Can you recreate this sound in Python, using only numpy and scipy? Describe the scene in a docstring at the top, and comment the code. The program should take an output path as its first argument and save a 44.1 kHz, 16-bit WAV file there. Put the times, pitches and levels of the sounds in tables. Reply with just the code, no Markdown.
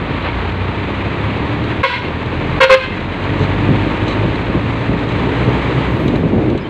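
"""Motorbike and horn in a village bend

A single-cylinder motorbike gathers revs until the throttle closes near the end: exhaust orders, bodywork,
clatter and hiss all follow one firing rate. Two buzzing diaphragms give a short beep, then a double toot;
the walls echo them, and the recorder ducks its gain and overloads. Bumps ring the loose fittings, a few
thin squeaks come as the bike slows, and coloured noise in lumps buffets the microphone as wind.
"""
import sys
import numpy as np
from scipy import signal
from scipy.fft import rfft, irfft, next_fast_len
from scipy.io import wavfile
from scipy.ndimage import uniform_filter1d

SR = 44100
rng = np.random.default_rng(int(sys.argv[2]) if len(sys.argv) > 2 else 0)


def log_audio(samples):
    """Write samples as a 16-bit WAV file to the path given in sys.argv[1]."""
    # one column per channel
    frames = np.atleast_2d(samples).T
    # limit to full scale, then quantise
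    limited = np.clip(frames, -1, 1)
    pcm = np.round(limited * 32767).astype(np.int16)
    wavfile.write(sys.argv[1], SR, pcm)


N = 295117
TIME = np.arange(N) / SR
START_HZ = 27.1  # firings per second at the start
SHUT_S = 5.86  # the throttle closes

# horn presses: (time [s], length [s], high horn [Hz], its relative level [dB], low horn [Hz],
# its relative level [dB], level of the boom at the high horn's fundamental [dB])
PRESSES = [(1.828, 0.026, 534, -2, 486.8, 0, -5), (2.601, 0.043, 527.7, 4, 469.7, 2.5, 13),
           (2.692, 0.053, 524.3, 3.5, 413.9, 0.5, 12)]


def from_db(db):
    """Decibels to an amplitude factor."""
    return 10 ** (np.asarray(db) / 20)


def rms_one(x):
    """The signal scaled to rms 1."""
    return x / np.sqrt(np.mean(x ** 2) + 1e-20)


def at_hz(points, hz):
    """A spectrum in dB read on a log-frequency axis."""
    point_hz, db = np.transpose(points)
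    return np.interp(np.log(np.maximum(hz, 1)), np.log(point_hz), db)


def drift(rate_hz):
    """Slow chance with spread about 1: noise through two equal low-pass poles at the given corner."""
    step = 40  # samples between computed points
    r = np.exp(-2 * np.pi * rate_hz * step / SR)
    chance = rng.standard_normal(N // step + 2002)
    slow = signal.lfilter([1], [1, -2 * r, r * r], chance)[2000:]  # skip the filter's start-up
    return np.interp(np.arange(N) / step, np.arange(len(slow)), rms_one(slow))


def coloured(x, spectrum):
    """A signal given a smooth spectrum; rms 1."""
    size = next_fast_len(N + SR // 4)
    hz = np.arange(size // 2 + 1) * SR / size
    shaped = rfft(x, size) * from_db(at_hz(spectrum, hz))
    return rms_one(irfft(shaped, size)[:N])


def noise(spectrum):
    """Steady noise of the given colour; rms 1."""
    return coloured(rng.standard_normal(N), spectrum)


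def resonance(x, hz, width_hz):
    """Two-pole band with gain about 1 on top."""
    r = np.exp(-np.pi * width_hz / SR)
    zeros = np.array([1, 0, -1]) * (1 - r * r) / 2
    poles = [1, -2 * r * np.cos(2 * np.pi * hz / SR), r * r]
    return signal.lfilter(zeros, poles, x + 1e-18)


def ring(clicks, hz, t60):
    """A unit click sets a decaying sine of starting height 1 ringing; it falls 60 dB in t60 seconds."""
    r = from_db(-60 / (t60 * SR))
    w = 2 * np.pi * hz / SR
    return signal.lfilter([0, np.sin(w)], [1, -2 * r * np.cos(w), r * r], clicks + 1e-18)


def swell(start, length, rise_s, fall_s):
    """A driven vibration builds up towards 1 while driven, then rings out."""
    age = np.maximum(TIME - start, 0)
    since_end = np.maximum(age - length, 0)
    return (1 - np.exp(-age / rise_s)) * np.exp(-np.minimum(since_end / fall_s, 50))


def revs():
    """Firings per second: an even climb in one gear and a quicker sag, rounded by the flywheel."""
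    climb_hz_per_s, sag_hz_per_s, flywheel_s = 6.2, 25, 0.15
    climb = climb_hz_per_s * np.minimum(TIME, SHUT_S)
    sag = sag_hz_per_s * np.maximum(TIME - SHUT_S, 0)
    return uniform_filter1d(START_HZ + climb - sag, size=int(flywheel_s * SR), mode="nearest")


def ride_db(law):
    """Level of a sound that grows with the revs and drops as the throttle closes."""
    throttle_lag_s = 0.082
    # the rider briefly eases the throttle: (time [s], length [s], share closed [0-1])
    eases = [(1.955, 0.32, 0.35), (2.804, 0.37, 0.38), (4.2, 0.88, 0.29)]
    start_db, per_doubling_db, shut_db, die_s = law
    closed = sum(share * swell(s, length, throttle_lag_s, throttle_lag_s) for s, length, share in eases)
    closed = closed + 1 - np.exp(-np.maximum(TIME - SHUT_S, 0) / die_s)
    return start_db + per_doubling_db * np.log2(revs() / START_HZ) - shut_db * closed


def exhaust_note(firing_hz, phase, waver_db=2.5):
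    """Each order of the firing rate swells as the rising revs carry it through a silencer resonance."""
    # exhaust through the silencer: (frequency [Hz], relative level of an order that falls there [dB])
    silencer = [(28, -60.5), (42, -33), (52, -26.5), (64, -28), (80, -27.5), (98, -21.5), (125, -24),
                (148, -37.5), (175, -28), (205, -30.5), (232, -35), (262, -31.5), (308, -27), (350, -46),
                (415, -33.5), (470, -37.5)]
    # strength of each order: (multiple of the firing rate [1], relative level [dB])
    order_mix = [(1, 1), (2, -0.5), (3, -2), (4, -9.5), (5, -8), (6, -5), (8, -3.5)]
    # ride law: (relative level at the starting revs [dB], rise per doubling of revs [dB],
    # loss with the throttle closed [dB], time constant of that loss [s])
    exhaust_law = (-1.5, 2.5, 11.5, 0.4)
    throttle_db = ride_db(exhaust_law)
    note = np.zeros(N)
    for k, db in order_mix:
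        level_db = throttle_db + db + at_hz(silencer, k * firing_hz) + waver_db * drift(11.0)
        tone = np.sin(k * phase + rng.uniform(0, 2 * np.pi))
        note += np.sqrt(2) * from_db(level_db) * tone
    return note


def bodywork(cycles, uneven_db=1.0, knock_hz=2000):
    """Every firing, each a little uneven, gives a dull knock that rings silencer and bodywork; rms 1."""
    # silencer and bodywork modes: (frequency [Hz], width [Hz], relative level [dB])
    modes = [(186, 54, -15), (200, 65, -6), (270, 57, -3.5), (296.4, 23, 1), (422, 50, -5), (921, 35, -7.5),
             (1210, 100, -29)]
    firings = np.diff(np.floor(cycles), prepend=0) * from_db(uneven_db * drift(59))
    dull = signal.butter(2, knock_hz, fs=SR, output="sos")
    knocks = signal.sosfilt(dull, firings + 1e-18)
    return rms_one(sum((-1) ** k * from_db(db) * resonance(knocks, hz, width)
                       for k, (hz, width, db) in enumerate(modes)))


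def engine(body_db=-0.5, clatter_db=2.5, throb=0.037, crank_throb=0.042, hiss_db=6.0):
    """Every firing pushes the exhaust, knocks the bodywork and sets off a burst of mechanical noise."""
    # colour of the clatter: (frequency [Hz], relative level [dB per Hz])
    clatter_colour = [(300, -8), (500, 1.5), (760, 0.5), (940, 2), (1150, 2.5), (1400, -2.5), (1900, -1),
                      (2400, -2), (3000, -8), (4000, -13), (4600, -24), (5400, -41), (8000, -59)]
    # colour of the hiss: (frequency [Hz], relative level [dB per Hz])
    hiss_colour = [(3000, -5), (5000, 2), (5500, -4.5), (6300, 1), (7200, -2), (8300, -5), (9000, -14.5),
                   (10000, -22.5), (13000, -25.5), (15500, -24)]
    # ride laws of body with clatter, and of hiss: (relative level at the starting revs [dB],
    # rise per doubling of revs [dB], loss with the throttle closed [dB], time constant of that loss [s])
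    clatter_law = (-27.5, 2, 7, 0.24)
    hiss_law = (-64.5, 5.5, 8, 0.6)
    firing_hz = revs()
    cycles = np.cumsum(firing_hz * (1 + 0.00602 * drift(13.96))) / SR
    phase = 2 * np.pi * cycles
    # the crank turns twice for each firing, so the clatter throbs at both rates
    throbbing = np.exp(throb * np.cos(phase) + crank_throb * np.cos(2 * phase))
    bursts = rms_one(throbbing * from_db(0.85 * drift(25)))
    clatter = from_db(clatter_db) * noise(clatter_colour) * bursts
    # a jolt makes the machine clatter up to 4.5 dB louder for a moment
    load_db = ride_db(clatter_law) + 4.5 * swell(0.23, 0.046, 0.015, 0.022)
    mechanical = from_db(load_db) * (from_db(body_db) * bodywork(cycles) + clatter)
    hiss = from_db(ride_db(hiss_law) + hiss_db) * noise(hiss_colour) * bursts
    return exhaust_note(firing_hz, phase) + mechanical + hiss


def diaphragm(hz, pitch_bend, harmonics, jitter, flutter_db=1.85):
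    """A buzzing horn disc: 26 harmonics whose period wanders as the contact breaker chatters."""
    cycles = np.cumsum(hz * pitch_bend * (1 + jitter * drift(155.4))) / SR
    grid = np.linspace(0, 1, 512)
    k = np.arange(1, 27)[:, None]
    lags = rng.uniform(0, 2 * np.pi, k.shape)
    partials = from_db(at_hz(harmonics, k * hz)) * np.sin(2 * np.pi * k * grid + lags)
    period = np.sum(partials, axis=0)
    return np.interp(cycles % 1, grid, period) * from_db(flutter_db * drift(70))


def horn(rise_s=0.0068, low_rise_s=0.013, fall_s=0.013, boom_rise_s=0.014, boom_fall_s=0.021,
         sharp=.012, settle_s=0.015, rasp_db=-5.0):
    """Two diaphragms start a little sharp and buzz together; the high one's boom outlasts the buzz."""
    # harmonics of the high and of the low horn: (frequency [Hz], relative level [dB])
    high_harmonics = [(525, -4.5), (1050, -7.5), (1580, -5), (2110, -3.5), (2640, -6), (3160, -13.5),
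                      (3700, -24), (4220, -16), (5270, -46), (8000, -46), (14000, -76)]
    low_harmonics = [(420, -2), (830, -7), (970, 1.5), (1400, -2.5), (1900, -6), (2400, -9), (2950, -8.5),
                     (3900, -13), (4400, -23), (5300, -30), (9000, -55)]
    # buzz of the contact breaker, heard as rasp: (frequency [Hz], relative level [dB per Hz])
    rasp_colour = [(500, -15), (1050, -6), (1600, -4), (2300, -3.5), (3200, -6), (4300, -21), (5400, -39),
                   (8000, -43), (14000, -62)]
    high, low, boom = np.zeros((3, N))
    rasp = from_db(rasp_db) * noise(rasp_colour)
    for s, length, high_hz, high_db, low_hz, low_db, boom_db in PRESSES:
        pitch_bend = 1 + sharp * np.exp(-np.clip((TIME - s) / settle_s, 0, 20))
        high_buzz = diaphragm(high_hz, pitch_bend, high_harmonics, jitter=0.01036) + rasp
        low_buzz = diaphragm(low_hz, pitch_bend, low_harmonics, jitter=0.018)
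        fundamental = np.sin(2 * np.pi * np.cumsum(high_hz * pitch_bend) / SR)
        high += from_db(high_db) * swell(s, length, rise_s, fall_s) * high_buzz
        low += from_db(low_db) * swell(s, length, low_rise_s, fall_s) * low_buzz
        boom += from_db(boom_db) * swell(s, length, boom_rise_s, boom_fall_s) * fundamental
    return high, low, boom


def plunger(level_db=-7.5, lag_s=0.00397):
    """The first three hard knocks of each press, one per cycle, ring the horn's disc and housing."""
    # modes of disc and housing: (frequency [Hz], relative level [dB], 60 dB decay time [s])
    disc_modes = [(1008, 0.5, 0.08), (1083, 4, 0.13), (1383, 8.5, 0.11), (1660, -1, 0.066),
                  (2204, -0.5, 0.23)]
    knocks = np.zeros(N)
    for s, _, high_hz, high_db, *_ in PRESSES:
        at = ((s + lag_s + np.arange(3) / high_hz) * SR).astype(int)
        knocks[at] = from_db(high_db + level_db)
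    return sum((-1) ** k * ring(from_db(db) * knocks, hz, t60)
               for k, (hz, db, t60) in enumerate(disc_modes))


def roadside(x, tail_db=-4.0, t60=0.45, bend_db=-9.0, smear_s=0.00012):
    """Walls throw back a few echoes, foliage a diffuse tail; both weaken once the bike has turned away."""
    # walls and house fronts: (delay [s], level [dB])
    walls = [(0.016, -18), (.043, -12), (.071, -15), (.098, -12.5), (.121, -16.5)]
    t = np.arange(SR) / SR
    response = rng.standard_normal(SR) * from_db(-60 * t / t60) * (1 - np.exp(-t / 0.014))
    response *= from_db(tail_db) / np.linalg.norm(response)
    for delay, db in walls:
        response[int(delay * SR)] += from_db(db)
    facing = from_db(np.interp(TIME, [2.0, 2.5], [0, bend_db]))
    returned = signal.fftconvolve(x * facing, response)[:N]
    # the echo paths stretch and shrink as the bike moves, which blurs the pitch
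    return np.interp(TIME + smear_s * drift(22), TIME, returned)


def rattles(level_db=13.5, chatter_s=0.0048):
    """Bumps set off brief bursts of tiny contacts that ring the fittings; rough patches keep them going."""
    # ticks over sharp bumps: (time [s], relative level [dB])
    ticks = [(0.5197, -41), (1.6402, -38), (3.3917, -35), (4.0801, -32.5), (4.9896, -39), (5.0888, -37),
             (6.0791, -31.5), (6.1574, -35), (6.4994, -40), (6.5765, -37)]
    # modes of the loose fittings: (frequency [Hz], relative level [dB], 60 dB decay time [s])
    fittings = [(2331, -10, .008), (3040, 3.5, 0.0054), (3920, 0, 0.01), (4410, -9, 0.011),
                (6240, -14, 0.0053), (6940, -19, 0.0053), (7660, -19.5, 0.0054)]
    # rough patches: (time [s], length [s], relative level [dB])
    shakes = [(3.40, 0.044, -49), (4.057, 0.07, -49.5)]
    # fainter ticks come at random: 4 per second on average, level spread 3.5 dB
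    struck = rng.random(N) < 4 / SR
    bumps = struck * from_db(-44 + 3.5 * rng.standard_normal(N))
    for s, db in ticks:
        bumps[int(s * SR)] = from_db(db)
    r = np.exp(-1 / (chatter_s * SR))
    chatter = from_db(level_db) * signal.lfilter([np.sqrt(1 - r * r)], [1, -r], bumps + 1e-18)
    shaking = sum(from_db(db) * swell(s, length, 0.01, 0.015) for s, length, db in shakes)
    contacts = (chatter + shaking) * rng.standard_normal(N)
    return sum((-1) ** k * ring(from_db(db) * contacts, hz, t60)
               for k, (hz, db, t60) in enumerate(fittings))


def brake(waver=0.017):
    """Thin squeaks as the bike slows: short sines of unsteady pitch."""
    # faint squeaks: (time [s], length [s], frequency [Hz], level [dB])
    squeaks = [(5.86, 0.085, 11900, -61), (5.94, .14, 11460, -60), (6.132, 0.06, 11450, -62),
               (6.593, 0.032, 5075, -43), (6.634, 0.025, 3100, -28)]
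    total = np.zeros(N)
    for s, length, hz, db in squeaks:
        cycles = np.cumsum(hz * (1 + waver * drift(150))) / SR
        total += from_db(db) * swell(s, length, 0.031, 0.01) * np.sin(2 * np.pi * cycles)
    return total


def wind(gust_rumble_db=-2.5, gusty_db=0.6, lumps_db=1.5, level_db=-.5, buffet_rise_s=0.0033,
         buffet_fall_s=0.0074, hard_db=3.5):
    """Eddies break on the microphone port in quick lumps; harder gusts also sound brighter."""
    # colour of the wind: (frequency [Hz], relative level [dB per Hz])
    coarse_colour = [(20, -35), (50, -10.5), (85, 3), (130, 4.5), (200, 0), (320, 0.5), (430, -6.5),
                     (600, -10.5), (900, -27.5), (1800, -45), (4000, -71.5), (10000, -87)]
    # colour of the finer eddies that hard gusts raise: (frequency [Hz], relative level [dB per Hz])
    fine_colour = [(25, -40), (120, -12.5), (300, 10.5), (550, -2), (900, -12), (1800, -33.5), (4000, -53),
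                   (10000, -86)]
    # the hardest buffets: (time [s], length [s], relative level [dB])
    buffets = [(3.4, 0.03, -13.5), (3.685, .073, -15.5), (4.231, 0.13, -20.5), (4.479, 0.025, -13.5),
               (4.537, .046, -13.5), (4.888, 0.064, -14.5), (5.474, 0.034, -13), (6.317, 0.066, -14),
               (6.474, 0.037, -18)]
    # ride law: (relative level at the starting revs [dB], rise per doubling of revs [dB],
    # loss with the throttle closed [dB], time constant of that loss [s])
    breeze_law = (-23.5, 5.5, 8, 1.5)
    breeze = from_db(ride_db(breeze_law) + gusty_db * drift(2.6))
    # one long gust builds near the end and drops away quickly
    gust = from_db(-12.5) * swell(5.9, 0.657, rise_s=0.11, fall_s=.02)
    power = breeze ** 2
    for s, length, db in buffets:
        power += (from_db(db) * swell(s, length, buffet_rise_s, buffet_fall_s)) ** 2
    lumps = from_db(lumps_db * drift(40))
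    coarse = coloured(rng.standard_normal(N) * lumps, coarse_colour)
    fine = coloured(rng.standard_normal(N) * lumps, fine_colour)
    rumble = from_db(level_db) * np.sqrt(power + (from_db(gust_rumble_db) * gust) ** 2) * coarse
    # the fine eddies grow with the square of the wind's strength
    return rumble + from_db(hard_db) * (power + gust ** 2) * fine


def scene(high_echo_db=1.5, low_echo_db=2.0, beam_hz=1300):
    """The ride; the horns beam their upper harmonics forward, so their echoes come back thin and bright."""
    high, low, boom = horn()
    forward = signal.butter(1, beam_hz, "high", fs=SR, output="sos")
    beam = signal.sosfilt(forward, from_db(high_echo_db) * high + from_db(low_echo_db) * low)
    horns = high + low + boom + plunger() + roadside(beam)
    return (engine() + horns + rattles() + brake() + wind())[None]


def gain_control(x, threshold_db=-16.5, range_db=14.0, release_db_per_s=78.5, ahead_s=0.006):
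    """Loud sound above 600 Hz turns the gain down slightly ahead of time; it recovers at a steady rate."""
    sensed = signal.sosfilt(signal.butter(2, 600, "high", fs=SR, output="sos"), x[0])
    level_db = 10 * np.log10(np.maximum(uniform_filter1d(sensed ** 2, size=256), 1e-12))
    cut_db = np.clip(level_db - threshold_db, 0, range_db)
    # the deepest cut so far, eased off by the release
    released_db = release_db_per_s * TIME
    held_db = np.maximum.accumulate(cut_db + released_db) - released_db
    smooth_db = uniform_filter1d(held_db, size=256)
    return x * from_db(-np.interp(TIME + ahead_s, TIME, smooth_db))


def record(dry):
    """The recorder's gain control, overload with flat tops, and the top cut."""
    x = gain_control(dry)
    clipped = x / (1 + (x / .92) ** 8) ** (1 / 8)
    # 70 dB down from 16350 Hz upward
    top_cut = signal.cheby2(14, 70, 16350, fs=SR, output="sos")
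    return signal.sosfilt(top_cut, clipped)


dry = scene()
out = record(dry)
log_audio(out)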